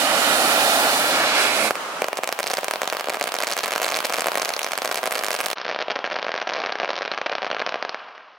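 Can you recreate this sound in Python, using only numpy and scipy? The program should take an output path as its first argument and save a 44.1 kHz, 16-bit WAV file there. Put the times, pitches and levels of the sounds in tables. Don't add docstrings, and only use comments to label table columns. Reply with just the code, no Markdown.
import sys
import numpy as np
from scipy import signal
from scipy.fft import rfft, irfft
from scipy.io import wavfile
from scipy.ndimage import uniform_filter1d, map_coordinates

SR = 44100
rng = np.random.default_rng(int(sys.argv[2]) if len(sys.argv) > 2 else 0)


def materialize(psi):
    bounded = np.clip(np.atleast_2d(psi).T, -1, 1)
    quanta = np.round(bounded * 32767).astype(np.int16)
    wavfile.write(sys.argv[1], SR, quanta)


N = 369558


def undb(db):
    return 10 ** (np.asarray(db) / 20)


def colour_db(points, f):
    hz, db = np.transpose(points)
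    return np.interp(np.log(f + 1), np.log(hz), db) - 10 * np.log10(1 + (.5 * hz[0] / (f + 10)) ** 2)


def resonance_db(modes, f):
    return sum(db / (1 + (2 * (f - hz) / width) ** 2) for hz, width, db in modes)


def curves(table):
    times, *columns = np.transpose(table)
    return [np.interp(np.arange(N) / SR, times, column) for column in columns]


def unit(x):
    return x / np.sqrt(np.mean(x ** 2))


def wander(rate_hz):
    hold = int(SR / rate_hz)
    steps = np.repeat(rng.standard_normal(N // hold + 1), hold)
    return unit(uniform_filter1d(uniform_filter1d(steps, hold), hold)[:N])


def opposite(x):
    return np.array([[1], [-1]]) * x


def stereo_noise(f, apart_hz):
    mid, side = rng.standard_normal((2, len(f))) + 1j * rng.standard_normal((2, len(f)))
    alike = 1 / (1 + (f / apart_hz) ** 3)
    return mid * np.sqrt(1 + alike) + opposite(side) * np.sqrt(1 - alike)


def delayed(x, ms):
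    return map_coordinates(x, [np.arange(N) - ms * SR / 1000], order=3)


def singing_noise(table):
    hz, width, db = curves(table)
    travel = np.cumsum(width) / SR
    wobbles = [map_coordinates(row, [travel], mode="mirror") for row in rng.standard_normal((4, N // 8))]
    phase = 2 * np.pi * np.cumsum(hz) / SR
    mid = wobbles[0] * np.cos(phase) + wobbles[1] * np.sin(phase)
    side = wobbles[2] * np.cos(phase) + wobbles[3] * np.sin(phase)
    return unit(mid + opposite(side) * np.clip(hz / 3000, 0, 1) ** 2) * undb(db)


# time_s, level_db
MIST_LEVEL = [(0.0, -33), (0.636, -29), (1.046, -30), (1.31, -37.5), (1.428, -30), (1.524, -35),
              (1.67, -29.5)]
def tyre_levels(t, pass_s=0.69, speed_m_s=22.6, road_m=20.4):
    near = -20 * np.log10(np.hypot(1, speed_m_s * (t - pass_s) / road_m))
    surge = 4.5 * np.exp(-((t - 1.413) / 0.061) ** 2)
    mist = curves(MIST_LEVEL)[0]
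    return near - 25, near + surge - 23, near + surge / 2 - 26, mist, mist + 2.7 * near - 3


# pitch_hz, level_db
TYRE_COLOUR = [(50, -31), (110, -17.5), (170, -15), (270, -6), (400, -9.5), (600, 0), (780, -0.5),
               (1030, -4.5), (1400, -7), (2100, -6.5), (4200, -4.5), (6300, -12.5), (10800, -19),
               (15500, -25.5)]
# pitch_hz, width_hz, gain_db
TYRE_RESONANCES = [(281, 75, 3.2), (350, 70, -1.5), (770, 150, -0.5), (1062, 160, -1), (1418, 280, 7)]
def tyres(flutter_db=1.0, bounce_db=1.9, bounce_ms=1.71):
    f, t = np.fft.rfftfreq(N, 1 / SR), np.arange(N) / SR
    colour = colour_db(TYRE_COLOUR, f) + resonance_db(TYRE_RESONANCES, f)
    noise = stereo_noise(f, apart_hz=2530) * undb(colour)
    below = [1 / (1 + (f / hz) ** 8) for hz in (950, 2800, 8000, 12500)]
    bands = np.diff([np.zeros_like(f), *below, np.ones_like(f)], axis=0)
    roar, *highs = (unit(irfft(noise * band, N)) * undb(level + flutter_db * wander(25.24))
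                    for band, level in zip(bands, tyre_levels(t)))
    hiss = sum(highs)
    detour_ms = bounce_ms + 0.074 * wander(1.63)
    bounce = np.array([delayed(side, detour_ms) for side in hiss])
    return roar, hiss + (undb(bounce_db) - 1) * bounce


# time_s, pitch_hz, width_hz, level_db
HOLLOW_RING = [(0, 682, 301, -32), (.5, 720.5, 299.5, -30.5), (.78, 749, 279.7, -25.5),
               (1.02, 739, 319.4, -39.5), (1.35, 520, 450.5, -35.5), (1.68, 500, 448, -36)]
def tyre_hollow():
    return singing_noise(HOLLOW_RING)


# time_s, pitch_hz, width_hz, level_db
TREAD_WHINE = [(0, 2914, 218, -33), (.45, 2930, 261, -39), (1.0, 2496, 702, -44), (1.25, 2410, 749.4, -30),
               (1.42, 2378, 700, -26.5), (1.68, 2313, 699, -28)]
def tread_whine():
    return singing_noise(TREAD_WHINE)


# time_s, left_delay_ms, left_minus_right_db
CAR_DIRECTION = [(0, 0.13, -7.5), (.7, 0.18, -5.5), (1.2, 0.14, -3), (1.7, 0.11, -7.5)]
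def car(end_s=1.678, fade_s=0.024):
    t = np.arange(N) / SR
    roar, hiss = tyres()
    lag_ms, pan_db = curves(CAR_DIRECTION)
    out = np.zeros((2, N))
    for (left, right), shade in ((roar + tyre_hollow(), .45), (hiss + tread_whine(), 1)):
        out += np.array([delayed(left, shade * lag_ms), right]) * undb(opposite(shade * pan_db / 2))
    return out * np.exp(-np.maximum(t - end_s, 0) / fade_s)


# time_s, level_db
WASH_LEVEL = [(0, -37), (1.73, -38), (1.76, -30.5), (2.0, -29.5), (2.12, -43.5), (8.38, -54.5)]
# pitch_hz, level_db
WASH_COLOUR = [(50, -31), (130, -19), (230, -9), (350, -7.5), (600, -1.5), (950, -0.5), (1250, 0.5),
               (2100, -7), (4500, -14), (10000, -21), (15500, -34)]
def background_wash(pan_db=-2):
    f = np.fft.rfftfreq(N, 1 / SR)
    wash = unit(irfft(stereo_noise(f, apart_hz=1210) * undb(colour_db(WASH_COLOUR, f)), N))
    return wash * undb(curves(WASH_LEVEL)[0] + .5 * wander(14) + opposite(pan_db / 2))


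def fuse_sparks(start_s=1.5, end_s=4.2, level_db=-35, spread_db=5.0, brightness=4.5, count=30):
    times = rng.uniform(start_s, end_s, count)
    levels = rng.normal(level_db, spread_db, count)
    return np.column_stack([times, levels, np.full(count, brightness), np.zeros(count)])


def sharpest_pulse(db):
    cepstrum = irfft(db * np.log(10) / 20)
    half = cepstrum.shape[-1] // 2
    cepstrum[..., 1:half] *= 2
    cepstrum[..., half + 1:] = 0
    return np.exp(rfft(cepstrum))


# pitch_hz, level_db
SHOCK_COLOUR = [(100, -30), (190, -9), (340, -6.5), (450, -2), (660, 8.5), (900, -4), (1250, -2),
                (1800, -5.5), (2300, -3), (3200, -12.5), (4500, -13), (8000, -17.5), (12500, -21.5),
                (16000, -30)]
# pitch_hz, width_hz, gain_db
CASE_RESONANCES = [(748, 52, 3.5), (1107, 260, 5), (1610, 73, 5), (4300, 170, 2.5), (4730, 77, 2)]
# pitch_hz, left_minus_right_db
MIC_SHADING = [(700, 0.5), (1250, 0.5), (1650, -7.5), (2300, -2.5), (3200, -11), (4500, -4.5), (7000, -1.5),
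               (13000, 3.5)]
def shock_wave(f, t, brightness, snap_db, snap_hz=4760, snap_octaves=0.67, swing_hz=1700):
    shading = opposite(np.interp(f, *np.transpose(MIC_SHADING)) / 2)
    colour = colour_db(SHOCK_COLOUR, f) + resonance_db(CASE_RESONANCES, f) + shading
    colour += brightness * np.log2(np.clip(f, 550, 5500) / 1200)
    knots = np.linspace(np.log(200), np.log(SR / 2), 20)
    tear, *sides = (np.interp(np.log(f + 1), knots, row) for row in rng.standard_normal((3, 20)))
    treble = np.clip(f / 2500, 0, 1) / (1 + f / 15000)
    colour += treble * (1.74 * tear + 1.8 * np.array(sides))
    octaves_from_snap = np.log2((f + 1) / snap_hz) - rng.normal(0, 0.13)
    colour += snap_db * np.exp(-(octaves_from_snap / snap_octaves) ** 2)
    swing = (swing_hz - 1j * f) / (swing_hz + 1j * f)
    far_end = undb(-9) * rng.uniform(0, 1.03) * np.exp(-2j * np.pi * f * 0.000515 * rng.uniform(0.21, 1.49))
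    rip = rng.standard_normal(len(t)) * np.exp(-t / .00055)
    shreds = undb(-9) * np.clip(f / 5000, 0, 2) * rfft(rip / np.linalg.norm(rip))
    return sharpest_pulse(colour) * swing * (1 + far_end + shreds)


# delay_s, level_db
NEAR_BOUNCES = [(.0022, -11), (0.0105, -20)]
def ground_paths(f, t, scatter_db=-13.5, rise_s=0.0034, fade_s=0.0028):
    bounces = sum(undb(rng.normal(db, 2)) * np.exp(-2j * np.pi * f * delay_s * rng.normal(1, 0.052))
                  for delay_s, db in NEAR_BOUNCES)
    grass = rng.standard_normal((3, len(t))) * np.exp(-t / fade_s) * (1 - np.exp(-t / rise_s))
    grass = rfft(grass / np.linalg.norm(grass[0]))
    treble = np.clip(f / 2500, 0, 1)
    scatter = grass[2] * np.sqrt(1 - treble ** 2) + grass[:2] * treble
    return 1 + bounces + undb(scatter_db) * scatter


# start_s, level_db, brightness_db_per_octave, snap_db
LOUD_BANGS = [(1.7079, -10, -2.5, 0.5), (1.755, -21, 0.5, -4), (2.0199, -11.5, -1.5, -0.5),
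              (2.0434, -16.5, -0.5, 1.5), (2.0843, -17, 0, -2), (2.1302, -17.5, -1, 2.5),
              (2.172, -21, 1, 3), (2.1889, -18, -6.5, -1.5), (2.2348, -16, 0.0, 0.0),
              (2.2426, -21.5, 1.5, 2), (2.275, -19, 1.5, 2.5), (2.2905, -18.0, -1, 5),
              (2.326, -16, 1.5, 0.0), (2.3901, -17.5, 1.5, -0.5), (2.399, -21.5, 1.5, -6),
              (2.404, -20.5, 0.5, 2.5), (2.4303, -21.5, 2.5, 4.5), (2.441, -21, -1.5, 10),
              (2.4622, -24, -0.5, 6.0), (2.4693, -19.5, 2, -1.5), (2.4756, -22.5, 4, 12.0),
              (2.5006, -22.0, 2, 5.5), (2.5061, -19, -0.5, -1), (2.5152, -22.0, 1.5, 4),
              (2.5349, -17.5, -0.5, 4), (2.539, -17.5, 2.5, 3.5), (2.5709, -19, 1.5, 10.5),
              (2.5832, -17.5, -1, -4.0), (2.5886, -23, 1, 2.0), (2.632, -20.5, -3, 4),
              (2.6444, -19, 2.5, -0.5), (2.683, -16, 0, 5), (2.7108, -15.5, 3, -3.5),
              (2.737, -17.5, -0.5, 8), (2.758, -19.5, -2, 8), (2.8178, -15, 2, -2), (2.8325, -18, -1.5, 5),
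              (2.844, -26, -0.5, 4), (2.8761, -17, 1, 6), (2.9001, -22, 2.5, 6), (2.9259, -17, 0.5, -5.5),
              (2.9322, -21.5, 1, -1), (2.9495, -22.0, -0.5, -1), (2.969, -21.5, 2, 2),
              (2.9966, -21.5, 1.5, -0.5), (3.0093, -20.5, 1, 0), (3.0432, -23.5, 0, 4.5),
              (3.0722, -21, -4, 4.5), (3.0856, -16.5, -3, 6.5), (3.0966, -19.0, 2.5, -1.0),
              (3.1016, -19, -1.5, 7), (3.1437, -22, 2.0, -3.5), (3.1705, -22, -2, 1.5),
              (3.2115, -16, 0.5, 1.5), (3.2184, -17.5, -4, 4), (3.2271, -22.5, 3.5, 5),
              (3.2401, -18.0, 1, 0), (3.2727, -22, 1.5, -2.5), (3.277, -21.5, 1, -1.5),
              (3.2922, -28, 0, 10), (3.3205, -20.5, 0, 6), (3.3412, -17.5, 1, -3), (3.3512, -22, -1.5, 8.5),
              (3.3869, -21, 1, 7.5), (3.4033, -22.5, 3.5, -5.5), (3.4236, -21.5, 1, 10.5),
              (3.4357, -16, 1.5, -1.5), (3.4483, -32, 1.5, 9.5), (3.4703, -19, 2.5, 4.0),
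              (3.4872, -25.5, 0, 10.5), (3.5146, -20, 2, 0.0), (3.5236, -19, 0.5, 13.5),
              (3.535, -22.5, 1.5, 11.0), (3.5671, -20, 2, -8.5), (3.5773, -20.0, 2, 0),
              (3.5884, -21, 2.5, 3), (3.5913, -20.5, -0.5, 11.5), (3.6066, -24, 1.0, 6.5),
              (3.6337, -22, 1, 3), (3.6377, -18.5, 1, 5), (3.6447, -20.5, 1.5, 1), (3.6596, -19.5, 3, -3.5),
              (3.68, -21.5, 1.5, -3.5), (3.7081, -22.0, 2.5, 0.5), (3.7203, -18.5, 1.0, 2),
              (3.728, -20, 0.5, 1.5), (3.7363, -19, 2, -3), (3.7542, -22.5, 0.5, 6), (3.7606, -15, -0.5, 0),
              (3.7797, -19, 1.5, 1.0), (3.8001, -20.5, -1, -1.0), (3.8174, -17.5, 1, 0.5),
              (3.8298, -19.5, 2.5, -3.5), (3.8325, -21.5, 3, -2.5), (3.8433, -20.5, 2, -7.5),
              (3.8452, -17.5, 0.5, 4), (3.8558, -23, 2, 1), (3.8623, -23.5, 1.5, 0.5),
              (3.8653, -20, 2, -3.5), (3.882, -20.5, 2.5, 2.5), (3.8888, -22, 1.5, 4),
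              (3.903, -22, 0.5, 6.5), (3.9215, -18.5, 2.5, -3), (3.9432, -18, 1, 8),
              (3.9524, -20.5, 0.0, 4), (3.9635, -19, 3, 3.0), (3.97, -19, 4, 0.5), (3.989, -20.5, 1.5, 6.0),
              (4.0042, -19, 0.5, 4.5), (4.0468, -20.0, 0.5, 1.5), (4.0501, -17, -0.5, 10.5),
              (4.0542, -18.5, 3.5, 1.0), (4.0682, -26, 6.5, -1), (4.0969, -20.5, 2.5, 1.5),
              (4.103, -20, -1, 3.5), (4.1246, -19.5, 3, -1), (4.1366, -20, 3.5, 3.5),
              (4.1423, -17.0, 2, -2.5), (4.1584, -24, 1, 5), (4.1844, -17.5, -1, 0.0), (4.195, -20, 0, 4),
              (4.2073, -18.5, 8, -4), (4.22, -18, 0.5, 0.0), (4.2434, -19.5, 1.0, 0.0),
              (4.2591, -16.5, -0.5, -2.5), (4.2696, -13.5, 2.5, -8.5), (4.2843, -15, 0, 0.5),
              (4.3183, -19.5, 0, 4.5), (4.3551, -15, 1.5, -1.0), (4.3743, -15.5, 1, -1),
              (4.3815, -19.5, 1.5, 0.5), (4.3975, -19, 0.5, 4), (4.418, -18.5, 0, 5),
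              (4.421, -19.5, 2, 9.5), (4.4304, -22, -0.5, -3), (4.4489, -21.0, 6, 2.5),
              (4.456, -21.5, 4, 4.5), (4.4915, -18.5, 2.5, 3), (4.5044, -20.5, 0, 2),
              (4.5375, -20.0, 2, 11), (4.565, -20, 0, 8.5), (4.5925, -19.5, 6.5, -9), (4.6166, -22, 0, 7.0),
              (4.6312, -21.5, 4, 2.5), (4.6451, -18, 0.5, 5.5), (4.665, -20, 0.5, 1),
              (4.7189, -22, 3.5, -1), (4.7334, -19.5, 1, -6.5), (4.777, -18, 3, -2),
              (4.7864, -21.0, -0.5, 4), (4.8196, -17.5, -0.5, 3), (4.849, -19.0, 0.5, 2),
              (4.8569, -20, 1, 3), (4.8762, -20.5, 0.0, 4.5), (4.9133, -18, -0.5, 2), (4.916, -22, 1.0, 3),
              (4.9261, -22.0, 1.5, 1.0), (4.9444, -19.5, 3, 1), (4.9571, -20, 2.5, 0),
              (4.9746, -21.5, 2.5, 5.5), (5.0314, -18.5, 0, 0.5), (5.0392, -19.5, -0.5, 0),
              (5.0576, -18, 1.5, -0.5), (5.0653, -21.5, -0.5, 5), (5.0733, -21.5, 2.5, 2),
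              (5.0761, -18.0, -0.5, -1.5), (5.1094, -22, 0.5, -1.5), (5.1194, -20.5, 1.5, -5),
              (5.1236, -18.5, 4, -3.5), (5.1543, -19.5, 2.5, 6), (5.1579, -23, 0, -4.5),
              (5.1621, -22.5, 0.5, 0), (5.181, -22.5, 2, 2), (5.1919, -22.0, 0.5, 9),
              (5.2366, -18.5, 3, -5), (5.2456, -20.5, 4.0, 1), (5.2652, -21.5, 3.5, 5),
              (5.2843, -18, 0.5, 1.5), (5.3063, -17, 2, -2), (5.3142, -24, -1, 3.0),
              (5.3162, -23, 2.5, 7.0), (5.331, -21.5, 4, -0.5), (5.343, -20.5, 2.0, -5),
              (5.35, -20, 0, 2.5), (5.3636, -23.5, 4, 5.5), (5.3895, -22.5, 1.5, 2), (5.4043, -17, 2, -1.0),
              (5.4117, -20.5, 5, -8), (5.4601, -17.5, 5.5, 5), (5.4648, -19.5, 1.5, -9),
              (5.4844, -23, 1.5, -1), (5.5021, -20.5, 2, 2.5), (5.514, -20.5, 2.0, 1.5),
              (5.531, -19.5, -0.5, 8), (5.6526, -21.5, 0, -4.5), (5.6644, -24, -4, -1),
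              (5.6906, -20.5, -3.5, 8.0), (5.6969, -19.5, -1, 1), (5.7135, -19.5, 0.5, -7.5),
              (5.7469, -21, -2.5, 10), (5.7613, -18, -3.0, 3.5), (5.7893, -20.5, -1.5, 5),
              (5.8026, -22.5, -3, 6), (5.8076, -22, -2, 5), (5.8159, -20.5, 1.5, -8),
              (5.8242, -20.5, -1, 5.5), (5.8828, -18, -3.5, 3), (5.9011, -19.5, 0.5, -1.5),
              (5.9058, -19.5, 0.5, 6.0), (5.9086, -23.5, 0, -1), (5.9157, -21, -1.5, 7),
              (5.96, -17.5, -1.5, 0), (5.967, -22, -2.5, -3.5), (5.9899, -20, -3.5, 9),
              (6.0424, -16.5, 0, -11), (6.0511, -21.5, 0.5, -7.5), (6.0754, -22, 0, -9),
              (6.113, -23, 1.5, -6.5), (6.1182, -22, -1, -6.5), (6.1245, -22, 0.5, -11),
              (6.1566, -22.5, -0.5, -6), (6.1646, -19.0, 0, -7.0), (6.188, -21.0, -0.5, -1.5),
              (6.195, -23, -0.5, -3.5), (6.2277, -20, 0.5, -1.5), (6.2449, -23.0, -3, 13),
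              (6.2488, -25, 0.5, -1.5), (6.2663, -18.0, -1.5, -1.5), (6.2829, -21, 2, -10.5),
              (6.292, -17.5, -1, -8.5), (6.3179, -21, 2.5, -4.5), (6.3409, -17.5, -1, -3.5),
              (6.3543, -22.5, -6.5, -9), (6.3775, -21.5, 1, 2.0), (6.4173, -19.5, 1.0, -8.5),
              (6.4719, -19.5, -1, -3), (6.475, -19, 2.5, -7.5), (6.4918, -21, 2, -0.5),
              (6.4974, -19.5, -0.5, 1), (6.5195, -23, -3, 0.5), (6.5259, -24, 1, -10),
              (6.5354, -22, 0.5, 6.5), (6.563, -20.5, 3, -11), (6.5822, -21.0, -3.5, -1),
              (6.6026, -21, -5.5, 8), (6.6373, -20, -3.5, 0.5), (6.64, -22.5, 2.5, -9),
              (6.65, -20.5, -1, -7.0), (6.6614, -18.5, 0.5, -1), (6.6715, -22, 0.5, -4.5),
              (6.6943, -20.5, -1, -6), (6.7216, -24.5, -1.0, 12.0), (6.724, -20, -2.5, 15),
              (6.755, -19.5, -1.5, 2), (6.8, -17, 0.5, -3), (6.8176, -20, -2.5, -1),
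              (6.8318, -17.5, -0.5, -6), (6.8372, -21, -5, 6.5), (6.8462, -17.5, 1, -10.5),
              (6.8569, -23.5, 1, -5.5), (6.8902, -22.5, -0.5, 0), (6.892, -19.5, -6.5, 9.0),
              (6.9043, -18, -1, 6), (7.0096, -20.5, -3.5, 0), (7.02, -21, -0.5, 5.5),
              (7.0289, -22.5, 0, -3.0), (7.0514, -20.5, -1.5, 1.0), (7.078, -21, 0.0, 2.5),
              (7.1159, -18.5, -3.5, 12.0), (7.1375, -23, -1, -2), (7.1765, -19.0, 3, -13.5),
              (7.1856, -23, 0, -7), (7.2151, -17, -1.5, -2.0), (7.2613, -18, -0.5, -5.5),
              (7.2647, -17.0, 0.5, -4.0), (7.297, -20.5, -0.5, -8.5), (7.316, -22, -3, -3),
              (7.3268, -18, -1, -8.5), (7.3526, -18, -1.0, 5.5), (7.3827, -21, 0, -0.5),
              (7.42, -21.0, -1.0, 2), (7.4295, -20.0, 0.5, -4), (7.4345, -24, -0.5, -7),
              (7.4461, -19, 0, -2), (7.466, -19.5, -1, -3.0), (7.5023, -19, -2.5, 1), (7.514, -17, 0, 1.5),
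              (7.5295, -21.0, -2, -4.5), (7.5471, -20, 0, -1.5), (7.5665, -20, 1.0, -11),
              (7.5951, -21, 3, -4.5), (7.6014, -19.5, -2, 4), (7.6165, -19.5, -2, 0.0),
              (7.6212, -17.5, 0, -11.5), (7.6642, -16.5, 3.5, -6), (7.6737, -20.5, -3.5, -7.5),
              (7.6922, -20, 1.5, 4), (7.7229, -20.5, 2.5, -12), (7.7425, -17.5, -1, -1.5),
              (7.7568, -20, -4.5, 5), (7.8259, -17.5, 1, -2), (7.85, -19.5, -0.5, -2.5),
              (7.8935, -20.5, -0.5, 9.5), (7.9451, -20, 1.0, -5), (8.179, -34.5, 3.5, -12)]
def firecrackers(size=1024):
    f, t = np.fft.rfftfreq(size, 1 / SR), np.arange(size) / SR
    out = np.zeros((2, N + size))
    reports = np.vstack([LOUD_BANGS, volleys(), duds(), fuse_sparks()])
    for start_s, level_db, brightness, snap_db in reports:
        wave = shock_wave(f, t, brightness, snap_db)
        wave *= undb(level_db) * np.sqrt(0.0031 * SR) / np.linalg.norm(irfft(wave.mean(0)))
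        start = int(round(start_s * SR))
        out[:, start:start + size] += irfft(wave * ground_paths(f, t))
    return out[:, :N]


# pitch_hz, level_db
FAR_ECHO_COLOUR = [(100, -28.5), (210, -6.5), (360, -9), (480, -5), (650, 0.5), (900, -2), (1250, -1),
                   (1800, -8), (2700, -6.5), (4500, -17.5), (8000, -20), (16000, -18)]
def echoes(bangs, level_db=-7.5, ring_s=(1.0, 2.05, 0.87), shed_db=3, shed_fade_s=0.034, size=65536):
    f, t = np.fft.rfftfreq(size, 1 / SR), np.arange(size) / SR
    far = stereo_noise(f, apart_hz=967) * undb(colour_db(FAR_ECHO_COLOUR, f) - colour_db(SHOCK_COLOUR, f))
    bass, below_treble = 1 / (1 + (f / 420) ** 6), 1 / (1 + (f / 4500) ** 4)
    bands = bass, below_treble - bass, 1 - below_treble
    walls = sum(irfft(far * band) * undb(-60 * t / seconds) for band, seconds in zip(bands, ring_s))
    shed = irfft(stereo_noise(f, apart_hz=950)) * undb(shed_db) * np.exp(-t / shed_fade_s)
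    onset = np.clip(t / 0.006 - 1, 0, 1)
    patchiness = undb(5.0 * wander(300)[:size])
    echo = signal.fftconvolve(bangs.mean(0)[None], (walls + shed) * onset * patchiness, axes=1)[:, :N]
    return unit(echo) * np.std(bangs) * undb(level_db)


def duds(level_db=-30, spread_db=3.0, count=60):
    starts = np.sort(np.array(LOUD_BANGS)[:, 0])
    gaps = np.diff(starts)
    odds = gaps * ((gaps > .007) & (gaps < .036))
    chosen = rng.choice(len(gaps), count, replace=False, p=odds / odds.sum())
    times = starts[chosen] + gaps[chosen] * rng.uniform(.25, .8, count)
    loud, bright = rng.standard_normal((count, 2)).T
    return np.column_stack([times, level_db + spread_db * loud, 1 + bright, np.zeros(count)])


# start_s, length_s, cracker_count
CRACKER_RUNS = [(2.483, 0.0284, 2), (3.121, 0.034, 5), (3.2577, 0.0318, 2), (3.3554, 0.0898, 7),
                (3.4752, 0.055, 6), (3.64, 0.045, 6), (3.8216, 0.018, 2), (3.8786, 0.058, 6),
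                (3.976, 0.066, 5), (4.149, 0.0418, 4), (4.333, 0.0112, 2), (4.4584, 0.026, 2),
                (4.6737, 0.081, 6), (4.831, 0.092, 6), (4.9704, 0.02, 5), (5.138, 0.088, 8),
                (5.245, 0.0108, 2), (5.3284, 0.0127, 2), (5.3937, 0.0039, 2), (5.4326, 0.017, 4),
                (5.573, 0.042, 4), (5.6482, 0.077, 5), (5.9203, 0.036, 2), (6.0579, 0.0061, 3),
                (6.1008, 0.077, 6), (6.3524, 0.073, 6), (6.5391, 0.079, 11), (6.6898, 0.013, 2),
                (6.7864, 0.0221, 2), (6.8777, 0.1, 9), (6.983, 0.0057, 2), (7.0236, 0.035, 2),
                (7.1213, 0.056, 3), (7.2677, 0.066, 4), (7.47, 0.0069, 2)]
def volleys(level_db=-25.0, spread_db=1.5, stagger=.35):
    rows = []
    for start_s, length_s, count in CRACKER_RUNS:
        slip, loud, bright, snap = rng.standard_normal((count, 4)).T
        place = np.arange(count) + stagger * np.tanh(slip)
        place[0], place[-1] = 0, count - 1
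        times = start_s + length_s * place / (count - 1)
        rows.append(np.column_stack([times, level_db + spread_db * loud, 0.5 + bright, 3 * snap]))
    return np.vstack(rows)


def scene():
    bangs = firecrackers()
    return bangs + echoes(bangs) + car() + background_wash()


def low_pass(x, hz):
    return signal.sosfilt(signal.ellip(10, .1, 80, hz, fs=SR, output="sos"), x)


def record(dry, rumble_hz=142, ceiling=0.59, dropout_s=5.535, return_s=5.554, dull_hz=5650):
    f, t = np.fft.rfftfreq(N, 1 / SR), np.arange(N) / SR
    trimmed = signal.sosfilt(signal.butter(2, rumble_hz, "high", fs=SR, output="sos"), dry)
    stereo = trimmed / (1 + (trimmed / ceiling) ** 4) ** .25
    mono = 0.05 * stereo[0] + 0.95 * stereo[1]
    dull = irfft(rfft(mono) / np.sqrt(1 + (f / dull_hz) ** 20), N)
    dull = low_pass(dull, hz=6850) * undb(-1.14)
    fade_out = np.exp(-np.maximum(t - dropout_s, 0) / .0045)
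    fade_in = 1 - np.exp(-np.maximum(t - return_s, 0) / .0064)
    return low_pass(stereo * fade_out + dull * fade_in, hz=15900)


dry = scene()
out = record(dry)
materialize(out)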